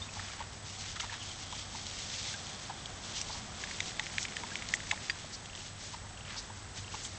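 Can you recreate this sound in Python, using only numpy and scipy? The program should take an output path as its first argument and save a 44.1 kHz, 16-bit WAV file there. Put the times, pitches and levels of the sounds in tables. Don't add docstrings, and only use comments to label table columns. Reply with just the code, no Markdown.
import sys
import numpy as np
from scipy import signal
from scipy.fft import rfft, irfft
from scipy.io import wavfile
from scipy.ndimage import uniform_filter1d

SR = 44100
rng = np.random.default_rng(int(sys.argv[2]) if len(sys.argv) > 2 else 0)


def file_out(sig):
    cols = np.atleast_2d(sig).T
    lim = np.clip(cols, -1, 1)
    pcm = np.round(lim * 32767).astype(np.int16)
    wavfile.write(sys.argv[1], SR, pcm)


N = 316638
TIME = np.arange(N) / SR
FIRST_TWIST_S = 3.55

# frequency in Hz, level in dB.
GRASS_TONE = [(250, -24.5), (600, -15.5), (1200, -10.5), (2100, -0.5), (2700, -2), (3500, 1), (4500, 2.5),
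              (6300, 2.5), (8000, -4.5)]
# frequency in Hz, level in dB.
CRACK_TONE = [(600, -23.5), (1400, -24.5), (2200, 2), (3500, 10), (5000, -3.5), (7000, 5.5), (8200, -4.5)]
# start in seconds, level in dB, pitch of the trapped air in Hz, delay of the
# ear tip in seconds, tip and water crack in dB against the slap, level of the flaps after it in dB.
EAR_SLAPS = [(3.6379, -26.5, 1780, 0.00187, 0.5, -19, -30.5), (3.804, -20, 2020, 0.00084, -2.5, -7.5, -40),
             (3.9959, -20, 1980, .0016, -12, -8, -30), (4.1826, -16.5, 2140, 0.0012, -6.5, -25, -24),
             (4.3678, -24.5, 1810, .0016, -8, -7, -34), (4.556, -24.5, 2300, .0014, -24, -7.5, -28.5),
             (4.7385, -14.5, 1950, 0.000974, -6, -12.5, -30), (4.9124, -17.5, 2020, .0023, 1, -9, -34.5),
             (5.0982, -17, 1850, 0.0048, -6.5, -28, -52)]


def undb(db):
    return 10 ** (np.asarray(db) / 20)


def unit(x):
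    return x / np.sqrt(np.mean(x ** 2))


def curve(rows):
    return np.interp(TIME, *np.transpose(rows))


def colour(x, points):
    hz, db = np.transpose(points)
    bins = np.maximum(np.fft.rfftfreq(len(x), 1 / SR), 1)
    gain = undb(np.interp(np.log(bins), np.log(hz), db))
    return unit(irfft(rfft(x) * gain, len(x)))


def walk(rate):
    k = max(int(SR / rate), 1)
    steps = np.repeat(rng.standard_normal(N // k + 1), k)
    return unit(uniform_filter1d(uniform_filter1d(steps, k), k)[:N])


def add(out, s, x):
    i = int(np.clip(s * SR, 0, N - 1))
    out[i:i + len(x)] += x[:N - i]


def fade(t60):
    return np.exp(-np.log(1000) * TIME[:SR // 5] / t60)


def ring(hz, modes):
    t = TIME[:SR // 5]
    return sum(undb(db) * fade(t60) * np.sin(2 * np.pi * hz * ratio * t) for ratio, db, t60 in modes)


def crackle(rate, spread_db):
    size = undb(spread_db * np.minimum(rng.exponential(size=N), 5))
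    return unit((rng.random(N) < rate / SR) * size * rng.choice([-1, 1], N))


def swells(rows):
    return np.sqrt(sum(undb(db) ** 2 * np.exp(-np.minimum((2 * (TIME - s) / length) ** 2, 40))
                       for s, db, length in rows))


def air(level_db=-52):
    # frequency in Hz, level in dB.
    air_tone = [(15, -32), (25, -3), (44, 1), (104, -0.5), (142, -5.5), (219, -20), (266, -16),
                (442, -20.5), (770, -14), (934, -18), (2070, -17), (2390, -29.5), (3360, -21.5),
                (6920, -20.5), (8000, -20), (10400, -47.5), (17600, -120)]
    return colour(rng.standard_normal(N), air_tone) * undb(level_db + walk(5.5))


def breeze():
    # time in seconds, level in dB.
    strength = [(0.0, -48.5), (0.86, -50.5), (2.54, -47.5), (4.6, -46.5), (5.6, -50.5), (7.18, -50)]
    tone = [(20, -16.5), (60, -1), (160, -1.5), (228, -1), (265, -7.5), (480, -9.5), (1200, -9),
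            (4000, -18.5)]
    return colour(rng.standard_normal(N), tone) * undb(curve(strength))


def traffic(gain_db=-3):
    # time in seconds, level in dB.
    loudness = [(0.0, -59.5), (2.0, -56), (3.3, -54.5), (4.2, -58), (5.52, -67.5), (7.18, -66.5)]
    tone = [(300, -30.5), (560, -11.5), (760, 0), (950, -12), (1300, -11.5), (3000, -39)]
    return colour(rng.standard_normal(N), tone) * undb(curve(loudness) + gain_db)


def motor(hz=96.9, level_db=-54.5):
    phase = 2 * np.pi * np.cumsum(hz + 1.61 * walk(20)) / SR
    flutter_db = 2.6 * walk(24)
    drift_db = curve([(0, 2), (1, 0), (2, -3), (4.5, -5.5), (5.3, -2.2), (7.18, -1.5)])
    return np.sqrt(2) * np.sin(phase) * undb(level_db + drift_db + flutter_db)


def whine():
    # pitch in Hz, level in dB.
    tones = [(7852, -65), (7882, -66), (8118, -69), (8148, -70)]
    return sum(np.sqrt(2) * undb(db) * np.sin(2 * np.pi * hz * TIME) for hz, db in tones)


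def chorus(level_db=-60, hz=3380, sharpness=5):
    peak = signal.iirpeak(hz, sharpness, fs=SR)
    band = unit(signal.lfilter(*peak, signal.lfilter(*peak, rng.standard_normal(N))))
    drift_db = curve([(0, -9), (1.2, 1.5), (4.5, 0), (5.4, -4), (7.18, -11)])
    return band * undb(level_db + drift_db + 2 * walk(20))


def bird(hz=3180, waver_hz=110, blur_hz=130):
    # peak time in seconds, level in dB, length in seconds.
    notes = [(1.22, -46.5, 0.029), (1.3, -51, 0.051), (1.54, -53.5, 0.13)]
    pitch = hz + waver_hz * walk(35) + blur_hz * walk(600)
    return np.sqrt(2) * np.sin(2 * np.pi * np.cumsum(pitch) / SR) * swells(notes)


def froglet(low_hz=2790, high_hz=3055.5):
    # start in seconds, level in dB.
    calls = [(5.498, -34), (6.174, -35), (6.845, -33.5)]
    click_delays = [0, .034, .077, .106]
    pouch = ring(low_hz, [(1, 3, 0.012)]) + ring(high_hz, [(1, 0, 0.014)])
    click = pouch * (1 - fade(0.0092))
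    out = np.zeros(N)
    for s, db in calls:
        for delay in click_delays:
            add(out, s + delay, undb(db) * click)
    return out


def frog(gain_db=3, lead_s=.005, length_s=0.021, jitter=.3, echo_db=-17, echo_t60=0.11):
    # time in seconds, level in dB, pitch in Hz.
    knocks = [(0.162, -39.5, 846), (0.405, -34, 870), (1.037, -37.5, 933), (1.121, -42, 963),
              (1.525, -38.5, 892), (1.748, -38.5, 885), (2.697, -33, 867), (3.297, -39, 896),
              (3.349, -42, 890), (3.993, -38, 895), (4.433, -37.5, 943), (4.923, -33, 875),
              (5.938, -39, 918), (6.047, -47, 926), (6.357, -40.5, 960), (6.496, -42, 894),
              (6.94, -36, 935)]
    # multiple of the pitch, level in dB, fade time in seconds.
    pouch_tones = [(.53, -15, .035), (1.002, 21.5, 0.019), (1.24, -3.5, 0.02), (2.1, -16.5, 0.009)]
    out = np.zeros(N)
    for s, db, hz in knocks:
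        slip, rough_db = rng.standard_normal((24, 2)).T
        throat = np.zeros(SR // 5)
        for t, size in zip((np.arange(24) + jitter * slip) / hz, undb(rough_db)):
            throat[int(max(t, 0) * SR)] += size * np.sin(np.pi * np.clip(t / length_s, 0, 1))
        call = signal.fftconvolve(np.gradient(throat), ring(hz, pouch_tones))[:SR // 5]
        add(out, s - lead_s, undb(db + gain_db) * call / np.abs(call).max())
    banks = rng.standard_normal(SR // 5) * fade(echo_t60)
    return out + undb(echo_db) * signal.fftconvolve(out, banks / np.linalg.norm(banks))[:N]


def bubble(hz, t60, rise=2.0):
    t = TIME[:SR // 5]
    return fade(t60) * (1 - fade(0.0073)) * np.sin(2 * np.pi * hz * (t + rise * t ** 2 / 2))


def water(slosh_db=-2, fizz_db=-3, scatter_db=3):
    # frequency in Hz, level in dB.
    slosh_tone = [(400, -36), (900, -4.5), (1700, 0.5), (2400, -1.5), (3500, -3), (8000, -19)]
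    # peak time in seconds, level in dB, length in seconds.
    steps = [(0.199, -39.5, 0.00744), (0.293, -47, 0.12), (0.408, -46.5, 0.06), (.85, -48, 0.043),
             (0.964, -38, 0.011), (1.002, -36, 0.0071), (1.04, -44, 0.036), (1.133, -42.5, 0.062),
             (6.316, -46, 0.093)]
    # start in seconds, level in dB, starting pitch in Hz, fade time in seconds.
    drips = [(.018, -33, 3550, 0.086), (.09, -34, 2530, 0.022), (.195, -21.5, 1810, 0.0095),
             (.308, -37, 2330, .03), (1.016, -30, 2070, 0.018), (1.096, -29, 1750, 0.019),
             (2.34, -36, 1575, 0.071), (4.516, -36.5, 1620, 0.068), (5.099, -22.5, 4680, 0.033),
             (5.245, -31, 640, 0.015)]
    out = colour(crackle(rate=2000, spread_db=4), slosh_tone) * swells(steps) * undb(slosh_db)
    for s, db, length in steps:
        for when, pitch, size in rng.standard_normal((9, 3)):
            hz = 1900 * 2 ** (pitch / 2)
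            pop = bubble(hz, t60=28 / hz)
            add(out, s + length * when / 3, undb(db + fizz_db + scatter_db * size) * pop)
    for s, db, hz, t60 in drips:
        add(out, s, undb(db) * bubble(hz, t60))
    return out


def pushes(bend_s=0.037, spring_back_s=0.041):
    # time in seconds, level in dB.
    stirring = [(0, -51), (.55, -55.5), (1.2, -51), (3.0, -51.5), (5.1, -50.5), (6.1, -66), (6.7, -63),
                (7.18, -50)]
    # start in seconds, level in dB, length in seconds.
    shoves = [(0.107, -47, 0.23), (.63, -48, 0.18), (0.773, -44.5, .17), (1.0, -44, 0.037),
              (1.104, -43.5, 0.033), (1.19, -46.5, 0.14), (1.36, -45, 0.075), (1.495, -45.5, 0.13),
              (1.69, -46, 0.3), (1.924, -44, 0.16), (2.076, -40, 0.26), (2.36, -48, 0.31),
              (3.01, -45, 0.38), (3.56, -47, 0.32), (4.087, -46, 0.11), (5.532, -47, 0.15),
              (5.772, -46.5, 0.12), (5.886, -45.5, 0.053), (6.246, -50.5, 0.19), (6.52, -53.5, 0.061),
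              (6.738, -42.5, 0.04), (6.89, -45.5, .17)]
    power = undb(curve(stirring)) ** 2
    for s, db, length in shoves:
        bend = np.clip((TIME - s) / bend_s, 0, 1)
        settle = np.exp(-np.maximum(TIME - s - length, 0) / spring_back_s)
        power += (undb(db) * bend * settle) ** 2
    return np.sqrt(power)


def shake_db():
    # time in seconds, level in dB.
    effort = [(3.45, -13), (3.6, -10.5), (3.87, 2.5), (4.05, -2), (4.55, -3), (5.04, -1.5), (5.35, -15),
              (5.45, -38)]
    return curve(effort)


def twists(per_second=5.98, depth_db=16.5):
    turn = np.cos(2 * np.pi * per_second * (TIME - FIRST_TWIST_S))
    return undb(shake_db() + depth_db * (turn - 1) / 2)


def sweeps(sharpness=1.8, broad_db=-12):
    # peak time in seconds, level in dB, length in seconds, strongest frequency in Hz.
    swishes = [(1.003, -34, 0.0061, 3330), (1.012, -41, 0.016, 6200), (2.288, -45.5, .08, 3800),
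               (3.174, -41, 0.042, 3330), (3.18, -40, 0.046, 5800), (3.33, -44, .04, 4640),
               (4.225, -41.5, 0.045, 6200), (4.75, -37, 0.016, 6960), (5.343, -41, 0.022, 5270),
               (6.3, -55, 0.067, 2267), (6.385, -39, 0.027, 4760), (7.049, -40.5, 0.032, 7700)]
    ticks, out = crackle(rate=15000, spread_db=1), np.zeros(N)
    t = TIME[:SR // 2]
    for s, db, length, hz in swishes:
        piece = ticks[rng.integers(N - len(t)):][:len(t)]
        peak = signal.iirpeak(hz, sharpness, fs=SR)
        bright = signal.lfilter(*peak, signal.lfilter(*peak, piece))
        hiss = unit(unit(bright) + undb(broad_db) * colour(piece, GRASS_TONE))
        swell = np.exp(-2 * ((t - t.mean()) / length) ** 2)
        add(out, s - t.mean(), undb(db) * hiss * swell)
    return out


def grass(spray_db=-43, swish_db=-1, tick_db=-8):
    blades = colour(crackle(rate=8000, spread_db=2.5), GRASS_TONE) * undb(walk(60))
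    ticks = colour(crackle(rate=130, spread_db=2.5), CRACK_TONE) * undb(tick_db)
    motion = np.hypot(pushes(), twists() * undb(spray_db))
    return (blades + ticks) * motion + sweeps() * undb(swish_db)


def stalks(gain_db=-2, t60=0.017, broad_db=-4, sharpness=3.4):
    # start in seconds, level in dB, pitch of the ring in Hz.
    snaps = [(0.1366, -36, 4980), (0.9986, -27, 3380), (1.0082, -27, 6240), (1.867, -29.5, 4100),
             (2.858, -29, 3550), (3.2142, -23, 5670), (4.229, -26.5, 6300), (4.6876, -29, 5850),
             (5.4577, -35, 3310), (5.5514, -31.5, 3100), (6.323, -41, 5170), (7.051, -33, 3500)]
    out = np.zeros(N)
    for s, db, hz in snaps:
        fibres = rng.standard_normal(SR // 5)
        body = unit(signal.lfilter(*signal.iirpeak(hz, sharpness, fs=SR), fibres))
        crack = unit(body + undb(broad_db) * colour(fibres, CRACK_TONE))
        add(out, s, undb(db + gain_db) * fade(t60) * crack)
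    return out


def coat(spatter_db=-54, drip_db=-56):
    loudness = undb(shake_db() + spatter_db) + undb(drip_db) * (TIME > FIRST_TWIST_S)
    tone = [(600, -8.5), (1300, -13), (1750, -4.5), (2400, -8), (3300, -7), (6000, -10.5)]
    return colour(crackle(rate=1500, spread_db=3.5), tone) * loudness


def smack(contacts, crack_t60, spray_db, spray_t60, low_hz):
    # multiple of the pitch, level in dB, fade time in seconds.
    pocket_tones = [(1, 1.5, .009), (1.12, -13, 0.011), (1.32, -5, .006), (1.72, -13.5, .005),
                    (2.45, -20, .005), (3.6, -19, 0.0063)]
    pops, splash = np.zeros(N), np.zeros(N)
    for s, db, hz, crack_db in contacts:
        add(pops, s, undb(db) * ring(hz, pocket_tones))
        add(splash, s, undb(db) * (undb(crack_db) * fade(crack_t60) + undb(spray_db) * fade(spray_t60)))
    bass_cut = signal.butter(5, low_hz, "high", fs=SR, output="sos")
    return signal.sosfilt(bass_cut, pops + splash * colour(rng.standard_normal(N), CRACK_TONE))


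def flaps(gain_db=-1, hz=2080, pitch_spread=0.073, smear_s=0.004, softer_db=-8, crack_db=-13):
    # usual delay after the slap in seconds, level change in dB, level cap in dB.
    landings = [(0.033, -3, -36), (.068, -0.5, -24), (.099, -7, -36), (.137, -8, -35.5)]
    quicken_per_s = .11
    contacts, middle_s = [], np.mean([row[0] for row in EAR_SLAPS])
    for s, *_, db in EAR_SLAPS:
        for lag, change_db, cap_db in landings:
            when = s + lag * (1 - quicken_per_s * (s - middle_s))
            size_db = min(db + change_db, cap_db) + gain_db
            tones = hz * (1 + pitch_spread * rng.standard_normal(3))
            contacts.append((when, size_db, tones[0], crack_db))
            for tone in tones[1:]:
                contacts.append((when + smear_s * rng.random(), size_db + softer_db, tone, crack_db))
    return smack(contacts, crack_t60=0.013, spray_db=-28.5, spray_t60=0.043, low_hz=1450)


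def ears(brush_s=0.00225, brush_db=-20):
    contacts = []
    for s, db, hz, tip_delay, tip_db, crack_db, _ in EAR_SLAPS:
        for lag, stage_db in (-brush_s, brush_db), (0, 0), (tip_delay, tip_db):
            contacts.append((s + lag, db + stage_db, hz, crack_db))
    return smack(contacts, crack_t60=.01, spray_db=-28, spray_t60=.07, low_hz=1720)


def scene():
    dog = grass() + stalks() + ears() + flaps() + coat() + water()
    pond = frog() + froglet() + chorus() + bird()
    background = air() + breeze() + traffic() + motor() + whine()
    return (dog + pond + background)[None]


def record(dry, top_hz=8350):
    treble_cut = signal.firwin(141, top_hz, window=("kaiser", 7), fs=SR)
    return signal.fftconvolve(dry, treble_cut[None], mode="same")


dry = scene()
out = record(dry)
file_out(out)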